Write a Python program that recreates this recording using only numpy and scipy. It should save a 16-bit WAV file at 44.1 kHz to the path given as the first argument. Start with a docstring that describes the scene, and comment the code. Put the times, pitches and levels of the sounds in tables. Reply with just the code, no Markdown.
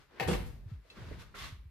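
"""A wooden animal pen takes a hard knock, then a heavy, gritty thump, in a small room.
Each blow makes a burst of noise (the crack) and sets the boards ringing with fading tones.
Someone holding a camera steps back: dull bumps come through its body, clothes rustle and
a foot scuffs the floor, both rubbing sounds made of grainy noise. Light taps and one faint
clink are heard too, over the rumble of the hand and quiet room air."""
import sys
import numpy as np
from scipy import signal
from scipy.fft import rfft, irfft, next_fast_len
from scipy.io import wavfile
from scipy.ndimage import map_coordinates

SR = 44100
rng = np.random.default_rng(int(sys.argv[2]) if len(sys.argv) > 2 else 0)


def wav_record(signal):
    """Record a signal, one row per channel, as 16-bit PCM in the file named by sys.argv[1]."""
    frames = np.transpose(np.atleast_2d(signal))
    bounded = np.clip(frames, -1, 1)
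    # unit amplitude maps onto the largest positive 16-bit level
    quanta = np.round(bounded * 32767).astype(np.int16)
    wavfile.write(sys.argv[1], SR, quanta)


N = 74970

# A "fade" is the time a sound takes to drop 60 dB. "Pan" is how much louder it is on the left.
# Blows on the pen
# (time [s], ring level [dB], favoured pitch [Hz], crack level [dB], crack fade [s], pan [dB])
PEN_BLOWS = [(.1975, -27.5, 1990, -29, 0.052, 4), (0.206, -29.5, 770, -30.5, 0.078, 3.5),
             (.2245, -36, 1760, -36, 0.12, 4), (.282, -26.5, 383, -28.5, 0.031, 2.5),
             (0.286, -26.5, 325, -34, 0.071, 0), (.311, -34.5, 195, -33.5, 0.039, -9),
             (.329, -36.5, 278, -33, 0.15, 2.5), (.348, -43.5, 375, -37.5, 0.048, -1.5)]
# The tones the boards ring with (pitch [Hz], level [dB], fade [s])
BOARD_TONES = [(118.5, -1, .18), (157, 4.5, .2), (184.2, 6, 0.25), (230.4, -3, 0.29), (318.8, -6.5, 0.28),
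               (360.2, 1, 0.19), (457, -1, 0.053), (484.5, 2, 0.2), (779, 2, 0.082), (885, -6.5, 0.18),
               (971, -3.5, 0.18), (1854, 3, 0.11), (1888, 1, 0.096), (2596.7, 1.5, 0.073)]
# Tone colour of the crack: how strong its lows and highs are (frequency [Hz], level [dB])
CRACK_COLOUR = [(50, -23), (110, -25), (200, 0.5), (800, 0.5), (1300, -6), (1950, -3), (2300, -5.5),
                (2700, -5), (3400, -11.5), (4400, -10), (5600, -17), (9000, -25), (14000, -21)]
# Bumps on the camera's body (time [s], level [dB], starting pitch [Hz], time to drop to 37% [s])
BODY_BUMPS = [(0.206, -37, 207, 0.044), (0.257, -29, 109, 0.029), (0.282, -30, 122, 0.027),
              (0.327, -33.5, 53, 0.066), (0.43, -34.5, 100, 0.019), (.535, -41, 71.3, 0.099),
              (0.658, -32, 133, 0.016), (0.713, -33.5, 153.8, 0.047), (1.011, -35.5, 165, 0.019),
              (1.062, -38, 118.4, 0.032), (1.115, -41.5, 109, 0.041), (1.407, -46, 92, 0.096),
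              (1.52, -35.5, 123, 0.031), (1.586, -42.5, 75, 0.044), (1.654, -36, 95, 0.017)]
# Rubbing strokes of grit, clothes and a foot
# (start [s], rise [s], hold [s], time to drop 20 dB [s], level [dB], treble tilt [dB/octave], pan [dB])
GRIT_STROKES = [(.273, 0.004, 0.044, 0.04, -38.5, 0.0052, 1.2)]
CLOTH_STROKES = [(-.02, 0.024, 0.016, 0.1, -63.5, 0, 3), (.07, 0.14, 0.075, .03, -53.5, -3, 2),
                 (.44, 0.017, 0.045, 0.2, -66.5, 4, 6.5), (.65, 0.052, 0.015, 0.15, -66, 0, 3),
                 (.8, 0.12, 0.22, 0.16, -65, 0.5, 4), (.94, 0.031, 0.066, 0.15, -55, -1.5, -0.5),
                 (1.05, 0.023, 0.068, 0.36, -59, -0.5, 1.5), (1.18, 0.019, 0.023, 0.057, -54.5, 1.5, 1.5)]
FOOT_STROKES = [(1.343, 0.011, 0.024, 0.14, -53, 1, 0), (1.36, 0.033, 0.072, .09, -46, 0, 0.028)]
# Tone colours of those three surfaces (frequency [Hz], level [dB])
GRIT_COLOUR = [(200, 9), (900, -0.5), (2600, -6), (3200, -1.5), (4500, -10), (6500, -11.5), (10000, -9.5),
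               (14000, -36)]
CLOTH_COLOUR = [(100, -16), (200, -10), (320, 0.5), (700, -5), (1400, -1), (2500, -7), (4500, -10),
                (8000, -21.5), (14000, -26)]
SOLE_COLOUR = [(100, -1.5), (330, -18), (520, -8), (850, -7), (1400, -1.5), (2000, -6), (2700, -4.5),
               (3500, -5), (5500, -10.5), (8000, -17.5), (14000, -21.5)]
# Pitches that stand out in the foot scuff (pitch [Hz], half width [Hz], boost [dB])
SOLE_PEAKS = [(1113, 37, 9.5), (1470, 51, -3.5), (2025, 110, 6.5), (2750, 50, 2.5), (3400, 160, 3.5),
              (4100, 190, 2)]
# Light taps (time [s], level [dB], pitch [Hz], half width [octaves], rise [s], fade [s])
LIGHT_TAPS = [(.178, -50.5, 1690, 0.44, .003, 0.053), (.458, -54, 5070, 3.2, 0.009, 0.18),
              (.500, -51, 252, 0.56, 0.0094, 0.069), (0.844, -61.5, 556, 0.25, .008, 0.18),
              (0.9, -57.5, 3270, 0.98, 0.0032, 0.12), (0.904, -58, 347, 0.93, 0.014, 0.32),
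              (0.969, -43.5, 213, 0.42, 0.0093, .09), (1.112, -34.5, 352, 0.59, 0.0015, 0.036),
              (1.125, -48.5, 1860, 0.27, 0.0036, 0.063), (1.34, -42.5, 1390, 0.55, 0.0086, 0.12),
              (1.341, -49.5, 290, 0.88, 0.0096, 0.19)]
# The tones of a small hard object (pitch [Hz], level [dB], fade [s])
CLINK_TONES = [(2643, 11, 0.15), (3300, 16, 0.029), (4050, 14, 0.076), (5460, -16, 0.042)]
# How the hand's rumble swells and sinks (time [s], level change [dB])
HAND_MOTION = [(0, -2.5), (.08, -54), (.23, 2), (.31, 18.5), (.48, 9), (.62, 0.5), (.8, -6.5), (.89, -26),
               (1.001, 4.5), (1.148, 8.5), (1.299, -6), (1.449, 4), (1.7, -15)]
# Tone colours of the hand's rumble and the room air (frequency [Hz], level [dB])
HAND_COLOUR = [(20, -9), (45, 1), (85, -6), (160, -11.5), (300, -22), (700, -33), (3000, -66)]
AIR_COLOUR = [(25, 2), (60, 0.5), (120, -1.5), (200, -13), (400, -26.5), (2000, -17.5), (6000, -35.5),
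              (14000, -32)]
# How long the room echoes (frequency [Hz], fade [s])
ROOM_FADES = [(80, 0.12), (300, 0.31), (1000, 0.47), (3000, 0.45), (8000, 0.36), (14000, 0.58)]
# How alike left and right are (frequency [Hz], likeness [1 = same, 0 = unrelated])
STEREO_LIKENESS = [(40, 0.18), (130, 0.87), (290, 0.71), (630, 0.35), (1400, 0.53), (9000, -.06)]


def pen_blows(attack_s=0.0012, focus_db_per_octave=7, crack_boost_db=6.5, boost_octaves=0.51):
    """Each blow cracks and rings the boards; the spot it hits favours tones near one pitch."""
    out = np.zeros((2, N))
    hz, tone_db, fade_s = np.transpose(BOARD_TONES)[:, :, None]
    spread = stereo_angle(hz)
    wander = 0.5 * np.array([wobble(per_s=130) for _ in BOARD_TONES])  # radians; roughens the tones
    for start, ring_db, favoured_hz, crack_db, crack_s, pan_db in PEN_BLOWS:
        t = since(start)
        phase = 2 * np.pi * hz * t + rng.uniform(0, 2 * np.pi, hz.shape) + wander
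        shift = spread * rng.choice([-1, 1], hz.shape)
        off_pitch_db = focus_db_per_octave * np.abs(octaves(hz, favoured_hz))
        loudness = gain(ring_db + tone_db - off_pitch_db - 60 * t / fade_s)
        ring = np.array([(loudness * np.sin(phase + side * shift)).sum(0) / 2 for side in (1, -1)])
        boost = lambda f: crack_boost_db * np.exp(-(octaves(f, favoured_hz) / boost_octaves) ** 2)
        burst = noise(lambda f: look_up(CRACK_COLOUR, f) + boost(f))
        crack = gain(crack_db - 60 * t / crack_s) * burst
        out += pan(pan_db) * (ring + crack) * (1 - np.exp(-t / attack_s))
    return out


def body_bumps(end_hz=45.94, sag_s=0.0328, rise_s=0.0057):
    """Soft bumps travel through the camera's body: low tones that sag in pitch as they die away."""
    out = np.zeros(N)
    for start, db, start_hz, decay_s in BODY_BUMPS:
        t = since(start)
        cycles = end_hz * t + (start_hz - end_hz) * sag_s * (1 - np.exp(-t / sag_s))
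        loudness = gain(db) * (1 - np.exp(-(t / rise_s) ** 2)) * np.exp(-t / decay_s)
        out += loudness * np.sin(2 * np.pi * cycles)
    return out


def rubbing(strokes, surface, peaks=(), grain_db=1):
    """Surfaces slide over each other: a grainy hiss swells, holds and dies with each stroke."""
    out = np.zeros((2, N))
    boost = lambda f: sum(db / (1 + ((f - hz) / width) ** 2) for hz, width, db in peaks)
    for start, rise_s, hold_s, release_s, db, tilt_db, pan_db in strokes:
        grains = gain(grain_db * wobble(per_s=700))
        hiss = noise(lambda f: look_up(surface, f) + boost(f) + tilt_db * octaves(f))
        swell = np.minimum(since(start) / rise_s, 1)
        fall = gain(db - 20 * since(start + rise_s + hold_s) / release_s)
        out += pan(pan_db) * normalise(grains * hiss) * swell * fall
    return out


def light_taps():
    """Small contacts each make a short burst of noise around one pitch."""
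    out = np.zeros((2, N))
    for start, db, hz, width, rise_s, fade_s in LIGHT_TAPS:
        t = since(start)
        burst = noise(lambda f: -10 * np.log10(1 + (octaves(f, hz) / width) ** 6))
        out += gain(db - 60 * t / fade_s) * (1 - np.exp(-t / rise_s)) * burst
    return out


def clink(start_s=0.901, base_db=-65):
    """A small hard object rings briefly with a few high tones."""
    out = np.zeros((2, N))
    t = since(start_s)
    for hz, db, fade_s in CLINK_TONES:
        cycles = hz * t + rng.random((2, 1))
        out += gain(base_db + db - 60 * t / fade_s) * np.sin(2 * np.pi * cycles)
    return out * (t > 0)


def hand_rumble(base_db=-53):
    """The hand shifts on the camera, making a low noise that comes and goes."""
    motion_db = np.interp(since(0), *np.transpose(HAND_MOTION))
    return gain(base_db + motion_db) * noise(lambda f: look_up(HAND_COLOUR, f))


def room_air(level_db=-69.5):
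    """The air in the room makes a quiet, steady noise."""
    return gain(level_db) * noise(lambda f: look_up(AIR_COLOUR, f))


def with_echo(sound, echo_db):
    """Add the room's echo, in which each frequency dies at its own speed."""
    hz, t, bands = signal.stft(noise(np.zeros_like), SR, nperseg=256)
    fading = gain(-60 * t / look_up(ROOM_FADES, hz)[:, None])
    tail = signal.istft(bands * fading, SR, nperseg=256)[1]
    echo = signal.fftconvolve(sound, tail / np.linalg.norm(tail[0]), axes=1)[:, :N]
    return sound + gain(echo_db) * echo


def noise(colour):
    """Stereo noise shaped by colour(frequency), in dB."""
    white = rng.standard_normal((2, N))
    split = lambda hz: [np.cos(stereo_angle(hz)), np.sin(stereo_angle(hz))]
    middle, side = filtered(white, lambda hz: gain(colour(hz)) * split(hz))
    return normalise(np.array([middle + side, middle - side]))


def stereo_angle(hz):
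    """An angle in radians that grows as left and right become less alike."""
    return np.arccos(np.clip(look_up(STEREO_LIKENESS, hz), -1, 1)) / 2


def filtered(sound, response):
    """Multiply each frequency in a sound by response(frequency)."""
    size = next_fast_len(N + SR // 2)
    hz = np.fft.rfftfreq(size, 1 / SR)
    return irfft(rfft(sound, size) * response(hz), size)[..., :N]


def wobble(per_s):
    """A curve that joins per_s random points each second."""
    return map_coordinates(rng.standard_normal(N // 8), [np.arange(N) * per_s / SR], order=1)


def gain(db):
    """Turn decibels into a multiplier."""
    return 10 ** (np.asarray(db) / 20)


def pan(db):
    """Left and right multipliers, db decibels apart."""
    return gain([[db / 2], [-db / 2]])


def normalise(sound):
    """Scale a sound to an average power of 1."""
    return sound / np.sqrt(np.mean(sound ** 2) + 1e-20)


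def look_up(table, hz):
    """Read between the rows of a (frequency, value) table, on an octave scale."""
    frequencies, values = np.transpose(table)
    return np.interp(np.log(hz + 1), np.log(frequencies + 1), values)


def since(start):
    """Seconds since the start, zero before it."""
    return np.maximum(np.arange(N) / SR - start, 0)


def octaves(hz, centre_hz=1000):
    """How many octaves hz lies above the centre."""
    return np.log2((hz + 1) / centre_hz)


def scene():
    """The pen and the small movements echo in the room; the bumps reach the microphone directly."""
    pen = with_echo(pen_blows() + rubbing(GRIT_STROKES, GRIT_COLOUR), echo_db=-2)
    clothes = rubbing(CLOTH_STROKES, CLOTH_COLOUR)
    foot = rubbing(FOOT_STROKES, SOLE_COLOUR, SOLE_PEAKS)
    movements = with_echo(clothes + foot + light_taps() + clink(), echo_db=-10)
    return pen + body_bumps() + movements + room_air() + hand_rumble()


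def record(dry):
    """The camera cuts the deepest rumble and the highest treble."""
    low_hz, top_hz = 30, 14600
    return filtered(dry, lambda hz: (hz < top_hz) / np.sqrt(1 + (low_hz / (hz + 1)) ** 10))


dry = scene()
out = record(dry)
wav_record(out)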